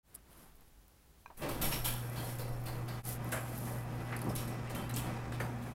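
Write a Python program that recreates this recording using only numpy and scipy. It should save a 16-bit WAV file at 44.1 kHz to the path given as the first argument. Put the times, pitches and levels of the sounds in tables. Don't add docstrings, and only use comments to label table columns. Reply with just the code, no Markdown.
import sys
import numpy as np
from scipy import signal
from scipy.fft import rfft, irfft
from scipy.io import wavfile
from scipy.ndimage import uniform_filter1d

SR = 44100
rng = np.random.default_rng(int(sys.argv[2]) if len(sys.argv) > 2 else 0)


def unload_audio(sound):
    columns = np.transpose(np.atleast_2d(sound))
    steps = np.round(np.clip(columns, -1, 1) * 32767)
    wavfile.write(sys.argv[1], SR, steps.astype(np.int16))


def how_loud(loudness_db):
    steps = np.asarray(loudness_db, float) / 20
    return 10 ** steps


N = 253575
JOIN_S = 3.028
HIGH_RISE_S = 0.0035
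TRACK_HZ = 5493

# f/Hz, width/Hz, level/dB
PANEL_MODES = [(67.8, 3.9, 12), (151.4, 11, 5.5), (195, 18, 1.5), (324, 53, 8), (527, 44, 4), (577, 61, 7),
               (757, 20, 4.5), (955, 13, 7)]


def evened(x):
    return x / np.sqrt(np.mean(x ** 2) + 1e-20)


def read(points, hz):
    f, value = np.transpose(points)
    return np.interp(np.log(hz + 1), np.log(f + 1), value)


def curves(rows, rest=None):
    s, *columns = np.transpose(rows)
    return [np.interp(np.arange(N) / SR, s, c, left=rest) for c in columns]


def peaks(modes, hz):
    lorentzians = [(how_loud(2 * db) - 1) / (1 + (2 * (hz - f) / w) ** 2) for f, w, db in modes]
    return np.sqrt(1 + sum(lorentzians))


def bell(hz, centre_hz, octaves):
    return np.exp(-.25 * (np.log2(hz / centre_hz + 1e-9) / octaves) ** 2)


def add(mix, s, sound):
    part = mix[round(s * SR):][:len(sound)]
    part += sound[:len(part)]


def coloured(x, gain):
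    return evened(irfft(rfft(x) * gain(np.fft.rfftfreq(len(x), 1 / SR)), len(x)))


def flutter(hz, db):
    return how_loud(db * coloured(rng.standard_normal(N), lambda f: 1 / (1 + (f / hz) ** 2)))


def grains(per_s, spread_db, share):
    strength = how_loud(spread_db * np.minimum(rng.exponential(1, N), 3.1))
    struck = rng.random(N) < per_s / SR
    impacts = rng.standard_normal(N) * strength * struck
    share = np.clip(share, 0, 1)
    return np.sqrt(share) * evened(impacts) + np.sqrt(1 - share) * rng.standard_normal(N)


def burst(noise, gain, db, rise, t60):
    t = np.arange(len(noise)) / SR
    shape = how_loud(db - 60 * t / t60) * (1 - np.exp(-(t / rise) ** 1.5))
    sound = shape * coloured(noise, gain)
    return sound * np.linalg.norm(shape) / np.linalg.norm(sound)


def strokes(rows, rest_db, sharp):
    t = np.arange(N) / SR
    power = how_loud(2 * rest_db)
    for s, length, db in rows:
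        arch = abs(np.sin(np.pi * np.clip((t - s) / length, 0, 1)))
        power = power + how_loud(2 * db) * arch ** sharp
    return np.sqrt(power)


def air():
    # f/Hz, level/dB
    air_spectrum = [(26, -40), (45, 11.5), (83, -1), (170, -7.5), (706, -17.5), (798, -15), (925, -18),
                    (996, -19), (3080, -24), (13100, -28.5), (16000, -23.5)]
    return how_loud(-63.5) * coloured(rng.standard_normal(N), lambda f: how_loud(read(air_spectrum, f)))


def hand():
    # f/Hz, level/dB
    rub_spectrum = [(1760, -39), (3000, -7), (3670, -9), (4480, -6.5), (6340, -7), (8020, -5), (8900, -2),
                    (11000, 1.5), (12500, 2), (15700, -10.5)]
    sleeve_spectrum = [(60, -25), (150, -0.5), (400, -6.5), (1200, -10.5), (2500, -19.5), (5000, -26),
                       (8000, -39)]
    wobble_spectrum = [(8, -5), (18, 3), (30, -6), (45, -10), (65, -18), (200, -89)]
    # start t/s, length/s, level/dB
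    rub_moves = [(.25, 0.29, -63.5), (.64, 0.064, -70), (1.17, .07, -71), (1.38, 1.45, -56.5),
                 (1.62, 0.23, -46.5), (2.17, 0.22, -50), (2.6, 0.31, -62), (3.0, .18, -42.5),
                 (3.18, 0.44, -55), (3.42, 0.46, -50.5), (3.75, 0.57, -62.5), (4.15, 0.39, -60),
                 (4.5, 0.24, -76), (4.88, 0.26, -59), (5.25, 0.75, -67.5)]
    # start t/s, length/s, level/dB
    shake_moves = [(0, 0.16, -65), (.42, 0.12, -63), (1.22, 0.14, -64), (4.6, 0.24, -55),
                   (.22, 0.69, -65.5), (.95, 0.22, -75), (1.3, 0.83, -42), (2.15, 0.82, -47),
                   (2.85, 0.46, -54), (3.42, .9, -61), (4.28, 0.17, -51), (4.4, 1.3, -58)]
    # start t/s, length/s, level/dB
    sleeve_moves = [
        (.09, 0.14, -60),
        (.2, 0.39, -56.5),
        (.56, 0.11, -62),
        (1.245, .08, -64),
    ]
    rustle = coloured(grains(1200, 2.5, .2), lambda f: how_loud(read(rub_spectrum, f)))
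    wobble = coloured(rng.standard_normal(N), lambda f: how_loud(read(wobble_spectrum, f)))
    sleeve = coloured(grains(600, 2.5, 0.15), lambda f: how_loud(read(sleeve_spectrum, f)))
    out = how_loud(-1.7) * strokes(rub_moves, -74.5, sharp=1.96) * rustle * flutter(25, 1.2)
    out = out + how_loud(2.0) * strokes(shake_moves, -83, sharp=3.0) * wobble
    return out + how_loud(-5.0) * strokes(sleeve_moves, -71.5, sharp=2.7) * sleeve


def grip_ticks():
    # t/s, peak level/dB, f/Hz
    tick_events = [(.144, -38, 11800), (.148, -34, 10100), (0.1506, -27, 10500), (0.1569, -32, 9950),
                   (.3296, -45, 10200), (.3754, -44, 11400), (.5546, -47, 12600), (.5656, -51, 10500),
                   (.608, -46, 11800), (.8804, -47, 12800), (2.0976, -32.5, 11450), (2.1217, -39, 11300),
                   (2.063, -41, 11000), (2.146, -41, 11550), (2.247, -35, 11500), (2.354, -35, 11780),
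                   (2.3855, -38, 8000), (2.4804, -39, 10000), (2.49, -38, 12500), (2.6, -46, 10000),
                   (2.616, -44, 14000), (2.6394, -38, 12700), (2.848, -51, 9900), (2.8594, -45, 11400),
                   (3.0492, -35, 10700), (3.052, -24, 9960), (3.0894, -23, 12400), (3.244, -34, 12700),
                   (3.2909, -35, 11400), (3.5777, -28, 12500), (3.5864, -31, 12500), (3.805, -43, 12000),
                   (3.835, -44, 11000), (4.0044, -45, 10800), (4.075, -43, 10300), (4.1163, -44, 10800),
                   (4.128, -46, 11000), (4.1648, -28, 10400), (4.191, -33, 9920), (4.2166, -27.5, 10800),
                   (4.227, -41, 12500), (4.2423, -36, 10200), (4.255, -43, 13000), (4.2914, -38, 12500),
                   (4.3523, -26, 11500), (4.3794, -33, 10500), (4.542, -45, 12500), (4.6735, -46, 9500),
                   (4.698, -43, 9500), (4.714, -41, 11500), (4.7494, -31, 11700), (4.767, -36, 13000),
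                   (4.8945, -34, 11500), (4.9104, -34, 11500), (4.962, -24, 8500), (4.9625, -28, 14000),
                   (4.978, -28, 12700), (5.2806, -50, 7200), (5.3216, -40, 8000), (5.33, -44, 9000),
                   (5.5595, -51, 8000)]
    out = np.zeros(N)
    for (s, db, hz), fizz in zip(tick_events, rng.standard_normal((len(tick_events), 2048))):
        body = lambda f: bell(f, hz, 0.16) + 0.23 * bell(f, 4940, 0.049) + 0.1
        add(out, s, burst(fizz, body, db - 9.0, rise=0.00033, t60=0.015))
    return out


def button():
    # t/s, level/dB
    snaps = [
        (1.2597, -34.5),
        (1.2635, -47),
        (1.274, -64),
        (1.278, -55),
        (1.296, -66),
    ]
    # f/Hz, level/dB, t60/s
    shell_modes = [(970, -2, 0.021), (1100, -11, 0.03), (1583, -14, .04), (2450, -10, 0.026),
                   (4030, -23, 0.022), (6050, -21, .012)]
    out, t = np.zeros(N), np.arange(3000) / SR
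    for k, (s, blow_db) in enumerate(snaps):
        ringing = np.zeros(len(t))
        for j, (hz, db, t60) in enumerate(shell_modes):
            brighter_db = 0.76 * k * j
            ringing += how_loud(blow_db + db + brighter_db - 60 * t / t60) * np.sin(2 * np.pi * hz * t)
        add(out, s, ringing * (1 - np.exp(-t / 0.00055)))
    return out


def knocks():
    # t/s, peak level/dB, f/Hz, t60/s
    joint_knocks = [(1.3, -39.5, 910, 0.12), (1.418, -33, 590, 0.11), (1.456, -44, 600, .15),
                    (1.47, -33.5, 270, 0.32), (1.628, -31, 300, 0.19), (1.491, -30.5, 870, 0.13),
                    (2.096, -52, 1080, 0.12), (2.681, -35, 1000, 0.13), (3.322, -28.5, 1570, 0.28),
                    (2.9, -43, 1580, .15), (3.933, -49, 1700, .1), (4.9, -39, 1800, .1),
                    (4.67, -42, 2300, .2), (4.742, -38, 2200, 0.17), (3.323, -34, 650, .3),
                    (5.41, -36, 960, 0.37), (4.105, -39, 1500, .15), (4.127, -33, 2050, .22),
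                    (4.15, -38, 1700, .15), (4.1215, -28, 1250, 0.12), (4.255, -27, 230, .25),
                    (4.262, -34, 750, .2), (1.44, -31, 330, .5), (1.62, -31, 220, .4), (3.5, -36, 185, .5),
                    (1.72, -34, 2400, .25), (4.235, -33, 250, 0.3), (4.28, -21, 190, 0.13),
                    (5.323, -31, 1600, 0.051), (5.401, -25, 1750, 0.1), (5.4, -29.5, 440, 0.26)]
    out = np.zeros(N)
    for (s, db, hz, t60), echo in zip(joint_knocks, rng.standard_normal((len(joint_knocks), 8192))):
        body = lambda f: bell(f, hz, 0.22) + 0.5 * bell(f, 0.6 * hz, 0.82)
        add(out, s, burst(echo, body, db - 10, 1.6 / hz, t60))
    return out


def jolts():
    # t/s, level/dB, t60/s
    jolt_events = [(1.41, -44, .9), (1.49, -40, 0.94), (1.59, -37, 0.59), (1.66, -45, 0.47),
                   (2.16, -43, 0.76), (2.39, -45.5, 0.76), (2.64, -45.5, 1.5), (2.89, -40, 0.39),
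                   (3.2, -50, .9), (3.6, -45, 1.6), (3.79, -55, 0.7), (4.185, -37.5, 0.97),
                   (4.245, -34, 0.4), (4.69, -42, 1.3), (4.76, -48, 1.1), (4.93, -38.5, 0.65),
                   (5.06, -43, .5), (5.24, -41.5, .8), (5.39, -42.5, 0.76), (5.62, -46, 0.71)]
    s, db, t60 = np.transpose(jolt_events)[:, :, None]
    since = np.maximum(np.arange(N) / SR - s, 0)
    swell = 1 - np.exp(-since / 0.029)
    return np.linalg.norm(how_loud(db - 60 * since / t60) * swell, axis=0)


def door():
    # t/s, level/dB
    roller_effort = [(1.345, -78), (1.376, -60), (1.43, -41), (1.57, -51), (1.68, -45), (2.0, -52),
                     (2.17, -47.5), (2.42, -51), (2.9, -50), (3.3, -47), (3.8, -50), (4.03, -46.5),
                     (4.36, -46.5), (4.8, -46), (4.97, -53.5), (5.07, -42.5), (5.2, -47.5), (5.71, -49)]
    # f/Hz, level/dB
    panel_spectrum = [(26, -62), (45, -13.5), (86, -4), (119, -1), (151, -1.5), (231, -10), (276, -15.5),
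                      (317, -14), (656, -24), (732, -24), (1200, -19.5), (1560, -37), (2640, -120)]
    grind_spectrum = [(300, 1), (700, 8.5), (1100, 1.5), (1700, 0), (2500, -5.5), (3500, -13), (6000, -17),
                      (9000, -21), (16000, -32)]
    effort_db = curves(roller_effort, rest=-99)[0]
    shaken = np.hypot(how_loud(effort_db - 2.0), jolts())
    crowd = how_loud(3.5 * evened(uniform_filter1d(rng.standard_normal(N // 2 + 1), size=150)))

    def panel_gain(f):
        return how_loud(read(panel_spectrum, f)) * peaks(PANEL_MODES, f) / peaks([(111, 29.7, 13.6)], f)

    rumble = coloured(grains(400, 1.2, 0.2), panel_gain)
    grind = coloured(grains(1200, 2.2, 0.15), lambda f: how_loud(read(grind_spectrum, f)) * crowd)
    moving = np.clip((np.arange(N) / SR - 1.35) / .03, 0, 1)
    boom = shaken * rumble * flutter(9.0, 1.22)
    return moving * (boom + how_loud(effort_db - 2.5) * grind * flutter(19, 1.1))


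def motor():
    # t/s, pull level/dB
    load = [(1.4, -63), (1.5, -50), (1.72, -46.5), (1.85, -42), (2.3, -42.5), (2.6, -41.5), (3.35, -43),
            (4.0, -42.5), (4.6, -42), (4.83, -45), (4.95, -39), (5.2, -44.5), (5.42, -40), (5.71, -47.5)]
    # multiple of the pull, level under the pull/dB
    orders = [(.5, -15), (2, -22), (4, -22.5), (6, -22.5), (7, -33)]
    t, pull_db = np.arange(N) / SR, curves(load)[0]
    hz = 119.96 * flutter(3.96, 0.024)
    turn = 2 * np.pi * np.cumsum(hz) / SR
    buzz_db = np.where(t < JOIN_S, -56.5 - 6 * (t - 1.23), -55 + 1.64 * (t - JOIN_S))
    buzz = coloured(rng.standard_normal(N), lambda f: 1 / (1 + ((f - 239) / 14) ** 2))
    phase_waver = np.log(flutter(13, 1.2))
    tone = how_loud(pull_db) * flutter(30, 1.2) * np.sin(turn + phase_waver) + how_loud(buzz_db - 2) * buzz
    for k, db in orders:
        tone = tone + how_loud(pull_db + db) * flutter(20, 4.15) * np.sin(k * turn)
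    return np.sqrt(2) * tone * np.clip((t - 1.37) / 0.046, 0, 1)


def clanks():
    # t/s, jingle level/dB, panel level/dB, bracket level/dB, t60/s
    blows = [(1.3722, -41.5, -57, -65, 0.92), (1.4181, -42, -42, -49.5, 0.77),
             (1.487, -34, -55, -49.5, 0.63), (1.6152, -22.5, -37.5, -40, 0.47), (1.642, -26, -54, -45, .4),
             (1.716, -27, -47, -39.5, 0.37), (1.8456, -21.5, -37, -40.5, 0.49),
             (1.872, -27, -55, -53, 0.31), (2.1598, -39.5, -42, -52.5, 0.64), (2.2706, -42, -50, -57, 0.46),
             (2.387, -35, -42.5, -55, 0.28), (2.402, -37, -60, -60, 0.22),
             (2.6569, -36.5, -45, -53.5, 0.54), (2.8792, -43.5, -46.5, -57, 0.92),
             (3.3185, -26.5, -34, -48.5, 0.31), (3.652, -42, -42, -62, 0.68),
             (4.2909, -38, -44.5, -62, 0.23), (4.355, -29.5, -51, -50, 0.32),
             (4.382, -36.5, -62, -51, 0.41), (4.4749, -39.5, -60, -58, 0.36),
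             (4.697, -40.5, -43, -55, 0.36), (4.7491, -38, -40, -52, 0.49), (4.8941, -37.5, -40, -50, 0.14),
             (4.94, -40, -46, -53, 0.8), (4.9642, -28.5, -44, -45.5, 0.32), (5.3225, -46.5, -65, -54, 0.41),
             (5.399, -37, -37, -68, 0.32), (5.6192, -49.5, -55, -64, 0.98)]
    # f/Hz, width/Hz, level/dB
    steel_modes = [(2460, 60, 5), (2795, 40, 6), (3600, 50, 6), (4250, 80, 6), (4700, 60, 5), (7800, 60, 5),
                   (8330, 50, 5), (9970, 40, 4), (10320, 40, 5), (10610, 40, 5), (11040, 40, 6),
                   (11620, 70, 6), (11970, 40, 4), (12700, 45, 5), (13200, 45, 4)]
    out = np.zeros(N)
    echoes = rng.standard_normal((len(blows), 32768))
    again = signal.lfilter([1], [1, -np.exp(-1 / (.003 * SR))], rng.random(echoes.shape) < 140 / SR)
    echoes = echoes * how_loud(3 * np.minimum(again, 1.5))
    streaks = uniform_filter1d(rng.standard_normal((len(blows), 16385)), size=30, axis=1)
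    echoes = irfft(rfft(echoes) * how_loud(3.2 * evened(streaks)))
    woken = rng.uniform(0.1, 1.0, (len(blows), len(steel_modes)))
    lead = .003
    for (s, jingle_db, panel_db, bracket_db, t60), echo, wake in zip(blows, echoes, woken):
        steel = [(f, w, db * r) for (f, w, db), r in zip(steel_modes, wake)]
        jingle_hz = 10900 if s > JOIN_S else 14000
        panel = lambda f: bell(f, 930, 0.65) * peaks(PANEL_MODES, f)
        bracket = lambda f: (bell(f, 2780, 0.32) + bell(f, 2700, 0.68)) * peaks(steel, f)
        jingle = lambda f: bell(f, jingle_hz, 0.42) / (1 + (f / 15300) ** 8) * peaks(steel, f)
        add(out, s, burst(echo, panel, panel_db - 6.0, .007, 1.65 * t60))
        add(out, s - lead, burst(echo, bracket, bracket_db, HIGH_RISE_S, 0.97 * t60))
        add(out, s - lead, burst(echo, jingle, jingle_db - 13.0, HIGH_RISE_S, 0.91 * t60))
    return out


def rings():
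    # t/s, f/Hz, width/Hz, level/dB, t60/s
    ringing_parts = [(1.43, 585, 14, -41, 0.62), (1.43, 493, 30, -45, 0.47), (1.63, 686, 56, -45, 0.43),
                     (1.718, 5540, 82, -48, .44), (1.846, 5530, 90, -52, 0.37),
                     (1.618, 11613, 30, -47, 1.3), (1.719, 950, 45, -43.5, 0.3),
                     (1.849, 975, 16, -40.5, 0.15), (1.85, 3310, 200, -42.5, .43),
                     (2.19, 3240, 44, -54.5, .44), (2.39, 518, 27, -46.5, 0.56),
                     (3.32, 640, 11, -46.5, 0.67), (3.36, 2420, 200, -50.5, 0.32),
                     (1.618, 6000, 60, -58, .8), (1.72, 5190, 20, -58, .3), (3.32, 7560, 80, -56, .66),
                     (3.33, 1600, 68, -44, 0.31), (4.163, 4600, 150, -43.5, 0.028),
                     (4.214, 4500, 150, -45, 0.029), (4.292, 5300, 250, -52, .15),
                     (4.359, TRACK_HZ, 150, -54, 0.52), (4.755, 3110, 12, -52, .36),
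                     (4.938, 7400, 870, -33.5, 0.031), (5.4, 6240, 50, -60, 0.39),
                     (5.4, 4680, 60, -57, 0.26), (5.403, 8500, 87, -61, 0.35),
                     (4.352, 11550, 90, -49.5, .45), (4.166, 10200, 600, -44, .035),
                     (4.217, 10500, 600, -44, .035), (4.38, 3090, 14, -57, .35), (4.965, 3100, 20, -55, .3),
                     (4.352, 3900, 88, -53, 0.41), (4.75, 11680, 90, -54.5, .4),
                     (4.962, 5200, 250, -45, .1), (2.18, 4280, 40, -55, .4), (2.4, 4080, 60, -59, .4),
                     (2.66, 4230, 60, -55, .4), (4.51, 5540, 40, -62.5, 0.24), (5.165, 4800, 200, -50, .03),
                     (3.32, 11170, 60, -48.5, 0.4), (1.72, 11700, 100, -48, .5),
                     (4.82, 4600, 60, -62.5, 0.25), (4.895, 4000, 80, -54, 0.18)]
    # t/s, level/dB
    hinge_hits = [
        (2.159, -54),
        (2.39, -56),
        (2.66, -55),
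        (2.88, -54),
        (4.36, -63),
    ]
    rows = ringing_parts + [(s, 4550, 310, db, 0.43) for s, db in hinge_hits]
    out = np.zeros(N)
    for (s, hz, width, db, t60), echo in zip(rows, rng.standard_normal((len(rows), 32768))):
        resonance = lambda f: (1 + ((f - hz) / width) ** 2) ** -.6
        add(out, s, burst(echo, resonance, db, HIGH_RISE_S, t60))
    return out


def rail():
    # t/s, level/dB
    rail_hits = [
        (1.5, -68),
        (1.618, -50.5),
        (1.719, -51),
        (1.846, -57),
        (2.27, -64),
        (2.391, -65),
        (2.53, -69),
    ]
    out, t = np.zeros(N), np.arange(SR) / SR
    wander = .9 * coloured(rng.standard_normal(N + SR), lambda f: 1 / (1 + (f / 60) ** 2))
    for s, db in rail_hits:
        hz = TRACK_HZ - 74 * (s - 1.75)
        note = np.sin(2 * np.pi * hz * t + wander[round(s * SR):][:SR])
        add(out, s, how_loud(db + 1.5 - 60 * t / .8) * np.minimum(t / 0.0046, 1) * note)
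    return out * flutter(45, 2.2)


def scene():
    handling = hand() + grip_ticks()
    steelwork = knocks() + door() + clanks() + rings() + rail()
    return (air() + handling + button() + motor() + steelwork)[None]


def roll_off(x):
    return signal.sosfilt(signal.butter(12, 16490, fs=SR, output="sos"), x)


def record(dry):
    t = np.arange(N) / SR
    fade_in = (t - 0.027) / 0.063
    dip = abs(t - JOIN_S) / 0.04 + 0.0081
    fade_out = (5.74 - t) / 0.027
    faded = dry * np.clip(np.min([fade_in, dip, fade_out], axis=0), 0, 1) ** 1.09
    low_pass = signal.firwin(511, 15900, window=("kaiser", 9), fs=SR)
    limited = signal.oaconvolve(faded, low_pass[None], "same")
    return roll_off(limited)


dry = scene()
out = record(dry)
unload_audio(out)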